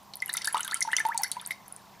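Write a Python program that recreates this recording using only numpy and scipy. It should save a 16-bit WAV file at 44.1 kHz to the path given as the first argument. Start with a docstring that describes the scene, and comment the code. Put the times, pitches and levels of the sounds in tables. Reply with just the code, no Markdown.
"""A kitchen counter, the camera's microphone close to a ceramic bowl. Appliances hum from the start.
A broken stream of water falls into the bowl: drops tick on the surface in a fine spray, then trap
bubbles that sing, most of them rising in pitch. The bowl rings along and the tiles echo.
After a second and a half the water thins to a few last drops, leaving the hum."""
import sys
import numpy as np
from scipy import signal
from scipy.fft import rfft, irfft, next_fast_len
from scipy.io import wavfile
from scipy.ndimage import uniform_filter1d

SR = 44100
rng = np.random.default_rng(int(sys.argv[2]) if len(sys.argv) > 2 else 0)


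def master(y):
    """Save y as 16-bit WAV."""
    cut = np.clip(np.atleast_2d(y).T, -1, 1)
    pcm = np.round(cut * 32767)  # scale
    wavfile.write(sys.argv[1], SR, pcm.astype(np.int16))


N = 88200

# spectrum of appliance and camera noise (frequency [Hz], relative density [dB])
HUM_SPECTRUM = [(18, -66), (30, -20), (50, -10.5), (91, -14), (171, 0), (190, -7), (519, -13.5), (659, -5),
                (1060, -0.5), (1450, -22.5), (2740, -19), (4410, -19.5), (5160, -18.5), (9730, -28),
                (15200, -22.5), (16500, -78)]
# stereo width of that noise (frequency [Hz], side minus mid [dB])
HUM_WIDTH = [(60, -5), (110, -5), (200, -21), (380, -5.5), (700, -13), (1290, -21), (2380, -10.5),
             (4400, -30), (8120, -2), (15000, -45)]
# mains tones (frequency [Hz], level [dB], right minus left [dB])
MAINS_TONES = [(99.5, -75.5, 13.5), (199.3, -68.5, 10)]
# strength of the fine spray (time [s], level [dB])
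SPRAY_LEVELS = [(.1, -70.5), (.3, -55.5), (0.398, -54), (.7, -46.5), (0.849, -57), (1.001, -41),
                (1.05, -53.5), (1.5, -57.5), (1.56, -64)]
# drops meeting the surface (time [s], level [dB], pitch [Hz], decay to 1/e [cycles])
DROP_TICKS = [(0.0307, -43, 10600, 5), (0.137, -31, 8740, 2.2), (0.1555, -18, 12240, 4.9),
              (0.1698, -30.5, 10230, 10.4), (0.202, -40, 8250, 4.1), (0.2211, -23, 10040, 4.7),
              (0.2599, -19, 11300, 11.3), (0.279, -25, 9400, 5.9), (0.293, -17, 10850, 2.5),
              (0.3235, -27, 13400, 3.5), (0.33, -12, 8900, 2.7), (0.3386, -8, 10600, 4.5),
              (0.3692, -4, 10180, 2.1), (0.3934, -34, 9150, 4.5), (0.4197, -23, 8960, 3.7),
              (0.4453, -11.5, 9250, 2.3), (0.4533, -15, 10460, 2), (0.457, -13, 10600, 4.3),
              (0.473, -2.5, 9080, 1.46), (0.4861, -21.5, 11100, 12), (0.5272, -16, 10500, 4),
              (0.5312, -21, 10400, 12), (0.546, -27, 10000, 2.8), (0.569, -24, 9200, 4.6),
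              (0.5778, -16, 8570, 3.5), (0.5955, -23, 11000, 4.1), (0.6068, -10, 10260, 3.8),
              (0.631, -13, 7460, 1.1), (0.6476, -8.5, 10340, 1.4), (0.673, -29, 10000, 3.5),
              (0.6777, -12, 11400, 2.5), (0.7115, -14, 7700, 1.1), (0.7218, -20, 10400, 1.9),
              (0.7438, -4, 9330, 3.3), (0.756, -25, 9800, 3.8), (0.772, -19, 8450, 3),
              (0.8071, -8, 9230, 3.4), (0.8143, -24, 10300, 3.7), (0.8267, -12.5, 9550, 6.3),
              (0.874, -33, 11000, 4.6), (0.9173, -22.5, 8900, 3.6), (0.9254, -18.5, 10160, 4.4),
              (0.9324, -26, 9100, 3.8), (0.9669, -9, 9000, 3.8), (0.979, -30, 10000, 3.5),
              (0.9833, -24, 8900, 4.6), (0.9968, -11, 9610, 2.6), (1.011, -30, 10400, 3.1),
              (1.0657, -18.5, 9900, 2.2), (1.074, -28, 9400, 4.6), (1.087, -21.5, 11700, 4.7),
              (1.145, -33, 11500, 6.8), (1.1768, -0.5, 8550, 2), (1.22, -11, 14540, 2.2),
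              (1.2353, -4, 11030, 3.3), (1.242, -15.5, 10000, 3.6), (1.2795, -23.5, 11100, 3.2),
              (1.3163, -4, 9400, 2.8), (1.4138, -23, 10200, 4.5), (1.462, -18, 8820, 6.9),
              (1.474, -16.5, 11430, 5.9), (1.509, -17.5, 11650, 2.6), (1.5152, -18, 11100, 2.2),
              (1.681, -25, 11100, 4.2), (1.7242, -25.5, 10230, 12.3), (1.7635, -25, 9000, 4.9)]
# small trapped bubbles (time [s], level [dB], first pitch [Hz], t60 [s])
SMALL_BUBBLES = [(0.1365, -26.5, 4160, 0.017), (0.203, -35, 5080, 0.0084), (0.2972, -21, 3870, 0.015),
                 (0.3385, -32.5, 4720, 0.031), (0.3559, -30.5, 3740, 0.021), (0.3708, -16.5, 5940, 0.009),
                 (0.377, -22, 3690, 0.015), (0.3844, -30, 5180, 0.014), (0.4176, -25, 5160, 0.011),
                 (0.4213, -27.5, 3750, 0.012), (0.446, -20.5, 4700, 0.015), (0.4526, -27, 3586, 0.017),
                 (0.4739, -20.5, 4760, 0.011), (0.5457, -31, 3770, 0.017), (0.5688, -31.5, 2850, 0.048),
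                 (0.5814, -23, 3510, 0.0091), (0.605, -28.5, 3040, 0.029), (0.632, -27, 6150, 0.011),
                 (0.647, -35.5, 3640, 0.034), (0.6792, -27, 3300, 0.013), (0.7122, -22, 4030, 0.0088),
                 (0.7493, -37, 3080, 0.068), (0.7693, -34, 4940, 0.017), (0.8075, -28, 6150, 0.023),
                 (0.824, -10.5, 5646, 0.014), (0.918, -33, 3180, 0.024), (0.9325, -25, 2880, 0.016),
                 (0.966, -9, 5850, 0.0089), (1.0642, -38, 4400, 0.02), (1.1765, -29, 4400, 0.02),
                 (1.2338, -17, 5640, 0.011), (1.2423, -26.5, 4420, 0.02), (1.3156, -29.5, 3890, 0.034),
                 (1.318, -31, 4400, .02), (1.397, -35, 3540, 0.026), (1.5075, -40, 3740, 0.058),
                 (1.5226, -36, 5100, 0.022), (1.6591, -46, 6050, 0.019)]
# large trapped bubbles (time [s], level [dB], first pitch [Hz], last pitch [Hz], length [s], t60 [s],
# bend [exponent: under 1 glides early, over 1 late])
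LARGE_BUBBLES = [(0.2222, -19, 2018, 2100, 0.0064, 0.21, 0.19), (0.282, -35, 2820, 2960, 0.015, 0.04, 1.3),
                 (0.294, -24, 1470, 1890, 0.0084, 0.04, 0.27), (0.339, -32, 1942, 2050, 0.012, 0.059, 1.4),
                 (0.35, -26.5, 1210, 1427, 0.025, 0.04, 0.17), (.37, -21, 1990, 2420, 0.0048, 0.029, 1),
                 (0.412, -28.5, 1993, 2200, 0.0091, 0.046, 1), (0.444, -31, 1500, 1680, 0.021, 0.07, 0.92),
                 (0.475, -23.5, 1290, 1970, 0.014, 0.068, 0.44), (.545, -12, 937, 1045, 0.0065, 0.023, 1.3),
                 (.5555, -23, 1180, 1340, 0.013, 0.15, 0.83), (.569, -16, 896, 1443, 0.022, 0.18, 0.68),
                 (0.595, -23, 1346, 1560, 0.015, 0.05, 0.96), (0.65, -33.5, 1550, 1540, 0.021, 0.073, 1.2),
                 (.678, -42, 1110, 1960, 0.081, 0.25, 0.97), (0.72, -22.5, 1260, 2156, 0.018, 0.07, 1.13),
                 (.744, -29, 2085, 2250, 0.0072, 0.045, 1.1), (0.758, -33.5, 1321, 1378, 0.012, 0.07, 1.2),
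                 (0.81, -29.5, 2070, 2080, 0.017, 0.057, 1.4), (0.816, -27, 1910, 2200, 0.006, 0.03, 1.14),
                 (.85, -30, 960, 920, 0.02, 0.04, 0.79), (0.875, -23.5, 909, 928, .013, 0.5, 2.8),
                 (.887, -30, 1140, 2065, 0.021, 0.09, 0.72), (0.915, -31, 2060, 2250, 0.0043, .05, 1.3),
                 (0.9313, -17, 1570, 2090, 0.015, 0.035, 0.42),
                 (.967, -20.5, 2840, 3790, 0.02, 0.042, 0.74), (0.984, -19, 2090, 2160, 0.0074, 0.067, 1.1),
                 (1.002, -16, 1788, 1880, 0.096, 0.048, 1.5), (1.0511, -13, 891, 913, 0.016, 0.15, 2.6),
                 (1.068, -37, 1190, 2100, 0.015, 0.081, 0.92), (1.087, -21.5, 930, 1002, 0.011, 0.13, 1.4),
                 (1.102, -38, 1100, 2450, 0.036, 0.6, 1.34), (1.145, -24.5, 905, 2040, 0.034, .12, 7.8),
                 (1.19, -31.5, 792, 990, 0.023, 0.61, 6), (1.236, -35, 1300, 2400, .034, 1.5, 1.2),
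                 (1.233, -19.5, 2158, 1920, 0.018, 0.039, 0.67), (1.3673, -27, 980, 1000, 0.074, .05, 0.83),
                 (1.422, -43, 1315, 2310, 0.026, 0.18, 1.5), (1.45, -38, 3460, 5250, 0.0056, 0.089, 0.98),
                 (1.5075, -17.5, 1962, 2242, 0.0056, 0.039, 0.87),
                 (1.5173, -23, 1930, 2220, 0.0091, 0.017, 0.64)]
# resonances of the bowl and the air in it (frequency [Hz], peak re direct sound [dB], t60 [s])
BOWL_MODES = [(912, 11, .026), (2010, 1, .03), (2110, -3, .04), (4475, 6, .11), (5670, 1, .07),
              (1360, -3, .2), (1760, -3, .08), (3700, -3, .03), (6000, 0, .06), (6500, -2, .04),
              (9700, -4, .02), (10350, 0, .025)]
SIDE = np.array([[1], [-1]])  # a side signal adds on the left and subtracts on the right

HUM_DB = -54.5
SPRAY_PER_S, SPRAY_SPREAD_DB, SPRAY_GLIDE = 1500, 11, .015
TICK_RISE_S, TICK_LOW_HZ = .00008, 3600
SPLASH_DB, SPLASH_T60_S, SPLASH_SPAN, SPLASH_TOP_HZ = -16, .026, (.72, 1.12), 11500
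WOBBLE = .018  # spread of a bubble's pitch, as a fraction of it
SMALL_OCT_PER_S, SPLAT_DB, SPLAT_WIDTH_HZ = 5.5, -7, 990
RISE_S, BURST_S, THIN_DB_PER_OCT = .00027, .0006, -3
TREMBLE_DB, BREAKUP_DB_PER_OCT = 2.5, 6
THUD_DB, THUD_S = -22, .0004
SLAP_DB, SLAP_T60_S, SLAP_HZ = -12.5, .029, 4000
ROOM_DB, ROOM_T60_S, ROOM_TOP_HZ, ROOM_WIDTH = -16, .22, 9250, .3
PORTS_DB, PORTS_HZ, PORTS_LAG_SAMPLES = -17, (4800, 10200), 9
BASS_CUT_HZ, TOP_HZ = 92, 16100


def undb(db):
    return 10 ** (np.asarray(db) / 20)


def add(out, at_s, x):
    i = int(at_s * SR)
    out[i:i + len(x)] += x[:len(out) - i]


def fade(t, t60):
    return np.exp(-np.log(1000) * t / t60)


def filtered(x, order, hz, kind="low"):
    return signal.lfilter(*signal.butter(order, hz, kind, fs=SR), x)


def walk(rate_hz):
    """A smooth random drift with a spread of 1."""
    hold = int(SR / rate_hz)
    steps = np.repeat(rng.standard_normal(N // hold + 1), hold)
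    drift = uniform_filter1d(uniform_filter1d(steps, hold), hold)[:N]
    return drift / drift.std()


def spectrum_gain(table):
    """Gain at each FFT bin, interpolated in dB over log frequency."""
    hz, db = np.array(table).T
    return undb(np.interp(np.log(np.fft.rfftfreq(N, 1 / SR) + 1), np.log(hz), db))


def kitchen_hum():
    """Room tone: steady appliance and camera noise with two mains tones."""
    mid, side = rfft(rng.standard_normal((2, N))) * spectrum_gain(HUM_SPECTRUM)
    mid, side = irfft(mid, N), irfft(side * spectrum_gain(HUM_WIDTH), N)
    out = (mid + side * SIDE) * undb(HUM_DB) / mid.std()
    for hz, db, pan_db in MAINS_TONES:
        tone = np.sqrt(2) * np.sin(2 * np.pi * (hz * np.arange(N) / SR + rng.random()))
        out += undb(db - SIDE * pan_db / 2) * tone
    return out


def fine_spray():
    """Tiny drops land at random, each a faint rising ping; together they fizz."""
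    out, t = np.zeros(N), np.arange(600) / SR
    draws = rng.random((3600, 4))
    times = np.cumsum(-np.log(1 - draws[:, 0])) / SPRAY_PER_S
    for at, (_, strength, pitch, length) in zip(times[times < N / SR], draws):
        hz = 1300 * 10.07 ** (pitch ** 1.408)
        cycles = .45 + 8.8 * length ** 2
        age = t * hz / cycles
        chirp = np.sin(2 * np.pi * hz * t * (1 + SPRAY_GLIDE * age))
        add(out, at, undb(SPRAY_SPREAD_DB * strength ** 2) * age * np.exp(-2 * age) * chirp)
    level_db = np.interp(np.arange(N) / SR, *np.array(SPRAY_LEVELS).T)
    return out / out.std() * undb(level_db)


def drop_ticks():
    """Each drop rings a tiny bubble for a few cycles and splashes droplets near that pitch."""
    out, t = np.zeros(N), np.arange(2600) / SR
    attack = (1 - np.exp(-t / TICK_RISE_S)) ** 2
    for at, db, hz, cycles in DROP_TICKS:
        band_hz = np.minimum(hz * np.array(SPLASH_SPAN), SPLASH_TOP_HZ)
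        splash = filtered(rng.standard_normal(len(t)), 2, band_hz, "band") * fade(t, SPLASH_T60_S)
        ring = np.exp(-t * hz / cycles) * np.sin(2 * np.pi * hz * t)
        add(out, at, undb(db) * attack * (ring + undb(SPLASH_DB) * splash))
    return filtered(out, 2, TICK_LOW_HZ, "high")


def small_bubbles(wobble):
    """Small pockets of trapped air ping and climb, each trailing a noisy splat around its pitch."""
    out, t = np.zeros(N), np.arange(SR // 12) / SR
    noise = filtered(rng.standard_normal(N), 2, SPLAT_WIDTH_HZ)
    noise /= noise.std()
    attack = 1 - np.exp(-t / .00033)
    for at, db, first_hz, t60 in SMALL_BUBBLES:
        here = slice(int(at * SR), int(at * SR) + len(t))
        hz = np.minimum(first_hz * 2 ** (SMALL_OCT_PER_S * t), 16000) * wobble[here]
        splat = undb(SPLAT_DB) * fade(t, 2 * t60) * noise[here]
        envelope = attack * (fade(t, t60) + splat)
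        add(out, at, undb(db) * envelope * np.sin(2 * np.pi * np.cumsum(hz) / SR))
    return out


def large_bubbles(wobble):
    """Each opens with a thud and a wet slap, rings unevenly and bursts; most climb as they surface."""
    out, tremble = np.zeros(N), walk(rate_hz=210)
    slap_noise = filtered(rng.standard_normal(N), 1, [SLAP_HZ / 3, SLAP_HZ], "band")
    for at, db, first_hz, last_hz, length, t60, bend in LARGE_BUBBLES:
        t = np.arange(int((length + 8 * BURST_S) * SR)) / SR
        here = slice(int(at * SR), int(at * SR) + len(t))
        glide = np.minimum(t / length, 1) ** bend
        hz = (first_hz + (last_hz - first_hz) * glide) * wobble[here]
        cutoff = np.exp(-np.maximum(t - length, 0) / BURST_S)
        envelope = (1 - np.exp(-t / RISE_S)) * fade(t, t60) * cutoff
        # the tone gets rougher and thinner as it climbs
        octaves = np.log2(hz / first_hz)
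        rough_db = (TREMBLE_DB + BREAKUP_DB_PER_OCT * abs(octaves)) * tremble[here]
        envelope *= undb(rough_db + THIN_DB_PER_OCT * octaves)
        ring = envelope * np.sin(2 * np.pi * np.cumsum(hz) / SR)
        ring /= abs(bowl_gain(first_hz))  # the bowl leaves the level at the first pitch unchanged
        thud_age = t / THUD_S
        thud = undb(THUD_DB) * thud_age * np.exp(1 - thud_age) * (1 - thud_age / 2)
        slap = undb(SLAP_DB) * fade(t, SLAP_T60_S) * slap_noise[here]
        add(out, at, undb(db) * (ring + thud + slap))
    return out


def bowl_gain(hz):
    """The direct path to the microphone plus the resonances of the bowl, as a complex gain."""
    return 1 + sum(undb(db) / (1 + 2j * np.pi * (hz - mode_hz) * t60 / np.log(1000))
                   for mode_hz, db, t60 in BOWL_MODES)


def tile_echo(water):
    """The tiles return a short, narrow echo that starts 3 ms behind the direct sound."""
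    t = np.arange(SR // 2) / SR
    noise = filtered(rng.standard_normal((2, len(t))), 1, ROOM_TOP_HZ)
    mid, side = noise * fade(t, ROOM_T60_S) * (t > .003)
    response = (mid + ROOM_WIDTH * side * SIDE) * undb(ROOM_DB) / np.linalg.norm(mid)
    return signal.fftconvolve(water[None], response, axes=1)[:, :N]


def microphone_ports(water):
    """The two microphone ports add a slightly late side signal in the treble."""
    return undb(PORTS_DB) * filtered(np.roll(water, PORTS_LAG_SAMPLES), 2, PORTS_HZ, "band") * SIDE


def scene():
    """Water in the bowl, close and centred, with the kitchen behind it."""
    wobble = 1 + WOBBLE * walk(rate_hz=260)
    water = large_bubbles(wobble) + small_bubbles(wobble) + drop_ticks() + fine_spray()
    padded = next_fast_len(2 * N)
    bowl = bowl_gain(np.fft.rfftfreq(padded, 1 / SR))
    water = irfft(rfft(water, padded) * bowl, padded)[:N]
    water = filtered(water, 2, BASS_CUT_HZ, "high")
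    return water + microphone_ports(water) + tile_echo(water) + kitchen_hum()


def record(dry):
    """The camera cuts the top treble steeply."""
    return signal.sosfilt(signal.ellip(8, .2, 70, TOP_HZ, fs=SR, output="sos"), dry)


dry = scene()
out = record(dry)
master(out)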